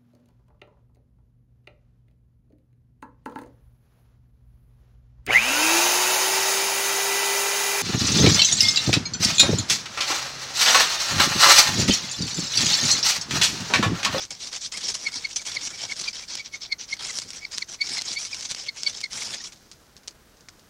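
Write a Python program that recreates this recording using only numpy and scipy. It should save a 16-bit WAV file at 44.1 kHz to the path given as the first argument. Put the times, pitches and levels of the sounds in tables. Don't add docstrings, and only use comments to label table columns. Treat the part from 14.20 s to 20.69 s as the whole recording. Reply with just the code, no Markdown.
import sys
import numpy as np
from scipy import signal
from scipy.fft import rfft, irfft
from scipy.io import wavfile

SR = 44100
rng = np.random.default_rng(int(sys.argv[2]) if len(sys.argv) > 2 else 0)


def file_out(sig):
    cols = np.atleast_2d(sig).T
    lim = np.clip(cols, -1, 1)
    pcm = np.round(lim * 32767).astype(np.int16)
    wavfile.write(sys.argv[1], SR, pcm)


N = 286209

# (start [s], length [s], rasp level [dB], tilt from middle to end [dB])
RASP_BURSTS = [(0.0, 0.039, -39, 2), (0.106, 0.097, -50, -13.5), (.201, 0.089, -39, -0.2),
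               (0.318, 0.063, -39.5, 1), (0.414, 0.048, -32.5, 3), (0.519, 0.092, -43, -6.5),
               (0.569, 0.02, -36, -2), (0.605, 0.12, -38, -2.5), (0.683, 0.039, -33.5, -3),
               (0.741, 0.021, -34.5, -2.5), (0.769, 0.13, -42, 2.5), (0.92, 0.064, -37.5, 2.5),
               (0.973, 0.098, -46.5, 4.5), (1.087, 0.051, -42, 2.5), (1.16, 0.026, -29.5, -5),
               (1.204, 0.015, -42.5, 5), (1.253, 0.11, -36.5, -2.6), (1.358, 0.048, -47.5, -7),
               (1.392, 0.087, -38.5, 5), (1.5, 0.06, -42, -2), (1.567, 0.086, -39, 6.5),
               (1.671, 0.056, -40, 7), (1.758, 0.062, -38, 3.5), (1.837, 0.059, -37, -1),
               (1.93, 0.12, -42, -3.5), (2.084, 0.066, -38, 1.1), (2.169, 0.055, -42.5, -5.5),
               (2.249, 0.026, -41, 1.5), (2.32, 0.039, -42, 9), (2.414, 0.052, -39.5, -0.2),
               (2.515, 0.016, -47, 0.5), (2.59, 0.052, -40.5, -2), (2.684, 0.064, -44, 2),
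               (2.769, 0.0034, -43, -3.5), (2.795, .13, -39, -0.7), (2.928, 0.063, -38.5, 1.5),
               (3.015, 0.016, -40.5, 1), (3.049, 0.14, -49.5, 3), (3.131, 0.08, -49.5, -6.5),
               (3.205, 0.072, -49.5, 0), (3.315, 0.074, -42, 0), (3.4, 0.028, -46.5, 4),
               (3.485, 0.069, -42.5, 0.5), (3.612, 0.16, -38.5, 4.5), (3.763, 0.052, -39.5, -5),
               (3.84, .11, -37.5, 2), (3.986, 0.09, -36.5, -2), (4.072, 0.085, -46, 8.5),
               (4.166, 0.084, -41, 1), (4.251, 0.021, -39, -3.5), (4.288, 0.032, -36, 6),
               (4.362, 0.09, -41, -4.5), (4.445, 0.028, -52, 13), (4.556, 0.065, -42, 1),
               (4.616, 0.083, -39, 8), (4.73, 0.06, -42, 0), (4.836, 0.0079, -40, 0),
               (4.913, 0.13, -40.5, 0), (5.048, 0.13, -42.5, -1.7), (5.131, 0.029, -46, -4),
               (5.167, 0.056, -42.5, 5.5), (5.239, 0.048, -41.5, -5), (5.322, 0.017, -54, -9)]


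def from_db(db):
    return 10 ** (np.asarray(db) / 20)


def rms_one(x):
    return x / np.sqrt(np.mean(x ** 2) + 1e-20)


def at_hz(points, hz):
    table_hz, table_db = np.transpose(points)
    return np.interp(np.log(hz), np.log(table_hz), table_db)


def drift(rate_hz):
    r = np.exp(-2 * np.pi * rate_hz / SR)
    noise = rng.standard_normal(N + 4000)
    return rms_one(signal.lfilter([1], [1, -2 * r, r * r], noise)[4000:])


def grains(per_s, spread_db):
    sizes = from_db(spread_db * np.minimum(rng.exponential(1, N), 5))
    signs = rng.choice([-1, 1], N)
    present = rng.random(N) < per_s / SR
    return rms_one(sizes * signs * present)


def woodland():
    # (frequency [Hz], relative level [dB per Hz])
    hush_shape = [(15, -24), (25, 5), (86, 3.5), (129, 1.5), (199, 1.5), (275, -1.5), (485, -4),
                  (951, -8.5), (1500, -7.5), (2200, -13.5), (15700, -23)]
    hz = np.maximum(np.fft.rfftfreq(N, 1 / SR), 5)
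    spectrum = rfft(rng.standard_normal(N)) * from_db(at_hz(hush_shape, hz))
    hush = irfft(spectrum, N)
    return from_db(-56 + 1.0 * drift(29.0)) * rms_one(hush)


def grainy_hiss():
    # (time [s], level [dB])
    hiss_levels = [(0, -55), (2.0, -57), (2.6, -64), (3.5, -59), (4.2, -56), (5.2, -56), (5.45, -59.5),
                   (5.9, -68.5), (6.49, -63.5)]
    s, points_db = np.transpose(hiss_levels)
    level_db = np.interp(np.arange(N) / SR, s, points_db)
    return from_db(level_db) * grains(5400, spread_db=3.0)


def rasp_pressure(rise_db_per_s=1100, fall_db_per_s=700):
    t, gain = np.arange(N) / SR, np.zeros(N)
    for start, length, rasp_db, tilt_db in RASP_BURSTS:
        near = slice(max(0, int((start - .06) * SR)), int((start + length + .09) * SR))
        u = 2 * (t[near] - start) / length - 1
        inside = np.clip(u, -1, 1)
        outside_s = (u - inside) * length / 2
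        bite = np.clip(-tilt_db / 10.0, 0, 1)
        arch_depth = 3.9 * np.where(inside < 0, 1 - bite, 1)
        arch_db = 1.0 + tilt_db * inside - arch_depth * inside ** 4
        rise_db = rise_db_per_s * (1 + 6.8 * bite) * outside_s
        ends_db = np.where(outside_s < 0, rise_db, -fall_db_per_s * outside_s)
        gain[near] = np.hypot(gain[near], from_db(rasp_db + arch_db + ends_db))
    start, length, rasp_db, _ = np.transpose(RASP_BURSTS)
    thud_db = -0.63 * (np.interp(t, start + length / 2, rasp_db) - -41)
    return gain, thud_db


def torn_grit():
    # (time [s], sizzle level [dB], thud level [dB])
    balance = [(0, -3, 6.5), (.24, -3, -0.5), (.35, 3, 10), (.44, -12, -1.5), (.6, 3, 7.5), (.95, 0, 6.5),
               (1.15, -1, 1), (1.3, 3, 4.5), (1.65, 1, 7.5), (2.05, -1.5, 5), (2.2, -20, 1.5),
               (2.55, -11, -1), (2.72, -3, 5.5), (2.9, 6.5, 8.5), (3.16, 6.5, 1), (3.24, -23, -3),
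               (3.35, 1.5, 1.5), (3.85, 1.5, 7), (4.05, 2, 2.3), (4.75, -2.5, 3), (5.0, 7.5, 9),
               (5.12, 9, 9.5), (5.2, -11, -1), (5.27, 3, -1)]
    gain, thud_db = rasp_pressure()
    s, sizzle_points, lows_points = np.transpose(balance)
    t = np.arange(N) / SR
    sizzle_db = np.interp(t, s, sizzle_points)
    lows_db = np.interp(t, s, lows_points)
    clumps = from_db(2.34 * drift(79))
    dust = clumps * rng.standard_normal(N)
    chips = grains(1600, spread_db=3.5)
    grit = rms_one(dust + .7 * chips)
    torn = np.zeros(N)
    edges = 80 * 2 ** np.arange(0, 8.1, 1 / 3)
    for k, (low, high) in enumerate(zip(edges, edges[1:])):
        hz = np.sqrt(low * high)
        thud = 1 / (1 + (hz / 3000) ** 3)
        sizzle = 1 / (1 + (8200 / hz) ** 8)
        patchy = from_db(2.8 * drift(18))
        strength = gain * patchy * from_db(thud * (thud_db + lows_db) + sizzle * sizzle_db)
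        band = signal.butter(2, [low, high], "band", fs=SR, output="sos")
        torn += (-1) ** k * signal.sosfilt(band, strength * grit)
    return torn


def rod_whistle(torn, mode_hz=2230, width_hz=150):
    r, w = np.exp(-np.pi * width_hz / SR), 2 * np.pi * mode_hz / SR
    push = from_db(3 * drift(8) - 1) * torn
    return signal.lfilter([1 - r, 0, r - 1], [1, -2 * r * np.cos(w), r * r], push)


def rod_modes(torn, climb=0.11, stray=0.05):
    # (frequency at mid-burst [Hz], width [Hz], level [dB])
    resonances = [(3390, 240, -3), (5614, 674, -2), (7320, 230, -2.5)]
    t, along = np.arange(N) / SR, np.zeros(N)
    for start, length, *_ in RASP_BURSTS:
        along[t >= start] = np.clip((t[t >= start] - start) / length, 0, 1) - .5
    out = np.zeros(N)
    for hz, width_hz, level_db in resonances:
        moving_hz = hz * (1 + climb * along + stray * drift(9.6))
        turn = np.exp(2j * np.pi * np.cumsum(moving_hz) / SR)
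        low_pass = signal.butter(2, width_hz / 2, fs=SR, output="sos")
        narrow = signal.sosfilt(low_pass, torn / turn)
        out += 2 * from_db(level_db) * (narrow * turn).real
    return out


def snaps():
    # (time [s], level [dB])
    clicks = [(0.0519, -20.5), (0.109, -18), (0.2726, -18.5), (0.5224, -14.5), (0.561, -24), (0.574, -15),
              (.6849, -15), (.743, -14), (1.023, -28), (1.1612, -30), (1.266, -18), (1.7662, -22),
              (1.8137, -13), (2.1536, -12), (2.7387, -18), (2.826, -20), (2.9308, -27), (2.9876, -7.5),
              (2.9994, -17), (3.105, -16), (3.3201, -22), (3.3774, -19), (3.3822, -6.5), (3.6952, -14.5),
              (3.7824, -11), (3.813, -15), (3.8198, -10), (3.994, -30), (4.146, -13), (4.209, -16.5),
              (4.3125, -11.5), (4.3189, -13), (4.348, -15.5), (4.6333, -8.5), (4.8056, -18.5), (4.814, -15),
              (4.932, -17), (4.995, -31), (5.013, -16), (5.057, -22), (5.1437, -15), (5.3308, -29.5),
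              (5.36, -38), (5.372, -42), (5.5152, -24.5), (5.519, -45), (5.53, -36), (5.7666, -28.5),
              (5.776, -42), (5.834, -39), (5.876, -21.5), (5.8806, -13.5), (5.888, -29), (5.909, -36),
              (6.17, -41), (6.208, -37), (6.2868, -26.5), (6.395, -38)]
    out, k = np.zeros(N), np.arange(1500)
    shape = (len(clicks), len(k))
    spatter = rng.standard_normal(shape) * (rng.random(shape) < .12)
    for (s, level_db), bits in zip(clicks, spatter):
        dying_ms = max(0.67 - 0.3 * level_db, .3)
        click = from_db(-12) * bits * np.exp(-k / (dying_ms * SR / 1000))
        click[0] = 1
        at = round(s * SR)
        out[at:at + len(k)] += from_db(level_db) * click[:N - at]
    return out


def steel_colour():
    # (frequency [Hz], relative level [dB per Hz])
    grit_shape = [(120, -14.5), (400, -17), (1300, -14.5), (2300, -10.5), (3600, -5), (4600, 0.5),
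                  (5600, 0.5), (6600, -1.5), (7200, -6), (9000, -14.5), (11000, -27), (15500, -50)]
    hz = np.maximum(np.fft.rfftfreq(4096, 1 / SR), 20)
    cepstrum = irfft(np.log(from_db(at_hz(grit_shape, hz))))
    cepstrum[1:2048] *= 2
    cepstrum[2049:] = 0
    response = irfft(np.exp(rfft(cepstrum)))[:1024]
    return response / np.sqrt(np.sum(response ** 2))


def rasp():
    torn = torn_grit()
    torn += rod_whistle(torn)
    torn += rod_modes(torn)
    colour = steel_colour()
    pops = snaps() / np.abs(colour).max()
    very_top = signal.butter(2, 11000, "high", fs=SR, output="sos")
    pops = pops + from_db(1) * signal.sosfilt(very_top, pops)
    return signal.fftconvolve(torn + grainy_hiss() + pops, colour)[:N]


def squeaks(third_db=-21, fourth_db=-31, grind_db=-13):
    # (middle [s], half length [ms], slip rate [Hz],
    # glide across the two half lengths [Hz], level [dB], octave over it [dB])
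    catches = [(.113, 5.3, 2230, -62, -38, -16), (.549, 9.7, 2144, 205, -35, -23),
               (.872, 7.8, 2204, -113, -19.5, -5.5), (.94, 6, 2210, -47, -36.5, -12),
               (1.053, 6, 2197, -84, -22, -3), (1.198, 6, 2280, -96, -37.5, -4),
               (1.37, 4.8, 2200, -150, -23.5, -5), (1.544, 11, 2280, -110, -39, -15),
               (1.701, 7, 2240, 32, -33, -11), (1.722, 2.6, 2190, 85, -19, -9),
               (1.884, 6.4, 2373, -100, -23, -1), (2.036, 3.2, 2370, -64, -36, -10),
               (2.204, 9.4, 2293, -44, -31, -8), (2.346, 8, 2214, 8, -27.5, -10),
               (2.526, 6, 2180, -29.5, -19.5, -1), (2.715, 8, 2170, 2, -45, -14),
               (2.732, 5.1, 2154, 88, -19.5, -4.5), (2.901, 5.5, 2075, -110, -31, -2),
               (3.232, 13, 2220, -5, -38.5, -14), (3.252, 2.1, 2230, -107, -22, -2.5),
               (3.425, 3.6, 2150, -230, -24, 0.5), (3.619, 8.3, 2236, 32, -19.5, 0),
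               (3.772, 1.4, 2090, 106, -25, 2), (3.789, 7, 2080, -56, -33, 8),
               (3.975, 10.5, 2270, 130, -26.5, -1.5), (4.135, 4.9, 2383, -290, -27, -0.5),
               (4.491, 5.5, 2170, -105, -24.5, 4), (4.672, 6.8, 2267, -23.5, -23.5, 4.5),
               (4.842, 5.3, 2170, -105, -23, 0.5), (4.859, 5.2, 2130, -170, -32.5, -7),
               (5.023, 1.7, 2190, -51, -28, -3), (5.208, 4.2, 1880, -50, -40, -12)]
    out, t = np.zeros(N), np.arange(-1500, 2200) / SR * 1000
    wobble, flutter, rough = drift(111), drift(156), drift(420)
    grind_band = signal.butter(4, [3300, 5100], "band", fs=SR, output="sos")
    grind = rms_one(signal.sosfilt(grind_band, rng.standard_normal(N)))
    for s, half_ms, slip_hz, glide_hz, level_db, octave_db in catches:
        near = slice(round(s * SR) - 1500, round(s * SR) + 2200)
        away = np.abs(t) / (half_ms * np.where(t < 0, 0.95, 1))
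        height = from_db(1.5 - 6.8 * away ** 1.64 + 1.66 * flutter[near])
        glide = np.clip(t / half_ms, -1.5, 1.5)
        hz = (slip_hz + glide_hz * glide / 2) * (1 + 0.013 * wobble[near])
        phase = 2 * np.pi * np.cumsum(hz) / SR
        overtones = np.zeros(len(t))
        for k, db in ((2, octave_db), (3, third_db), (4, fourth_db)):
            overtones += from_db(db) * np.sin(k * phase - k) * (1 + 0.33 * rough[near])
        overtones += from_db(octave_db + grind_db) * grind[near]
        out[near] += from_db(level_db) * height * (np.sin(phase) + height ** 0.3 * overtones)
        skirt = from_db(level_db - 16 - 3.5 * away) * wobble[near]
        out[near] += skirt * (np.cos(phase) + from_db(octave_db) * np.cos(2 * phase))
    return out


def striker_ring(ring_hz=10350, t60_s=0.085):
    # (time [s], level [dB])
    plate_hits = [(.1062, -49), (.2783, -50), (.7058, -47), (.7437, -40), (.8435, -52), (1.1593, -41),
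                  (1.2595, -52), (2.3276, -53), (2.6998, -47), (2.801, -53), (2.9771, -52), (4.0043, -47),
                  (4.5615, -52)]
    s, level_db = np.transpose(plate_hits)
    push = np.full(N, 1e-18)
    push[np.round(s * SR).astype(int)] = from_db(level_db)
    r, w = from_db(-60 / (t60_s * SR)), 2 * np.pi * ring_hz / SR
    return signal.lfilter([0, np.sin(w)], [1, -2 * r * np.cos(w), r * r], push)


def thumps():
    # (time [s], level [dB])
    bumps = [(0.678, -41), (0.955, -41), (1.804, -40.5), (3.046, -37.5), (3.703, -38), (3.899, -38),
             (5.197, -47)]
    out, t = np.zeros(N), np.arange(4000) / SR
    dull = signal.butter(2, [90, 330], "band", fs=SR, output="sos")
    puffs = signal.sosfilt(dull, rng.standard_normal((len(bumps), len(t))))
    swell = t / 0.026 * np.exp(1 - t / 0.01)
    for (s, level_db), puff in zip(bumps, puffs):
        at = round(s * SR)
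        out[at:at + len(t)] += from_db(level_db) * rms_one(puff) * swell
    return out


def knocks(cycles=11.5):
    # (time [s], level [dB], pitch [Hz])
    touches = [(5.834, -45, 2100), (5.878, -42, 700), (5.88, -33.5, 1290), (6.2861, -29.5, 2190),
               (6.293, -40, 1450)]
    out, t = np.zeros(N), np.arange(1500) / SR
    for s, level_db, hz in touches:
        at = round(s * SR)
        fading = from_db(level_db - 60 * t * hz / cycles)
        out[at:at + len(t)] += fading * np.sin(2 * np.pi * hz * t)
    return out


def scene():
    tools = rasp() + squeaks() + striker_ring() + thumps() + knocks()
    return (woodland() + tools)[None]


def record(dry, cutoff_hz=15800):
    steep = signal.ellip(12, .5, 60, cutoff_hz, fs=SR, output="sos")
    return signal.sosfilt(steep, dry)


dry = scene()
out = record(dry)
file_out(out)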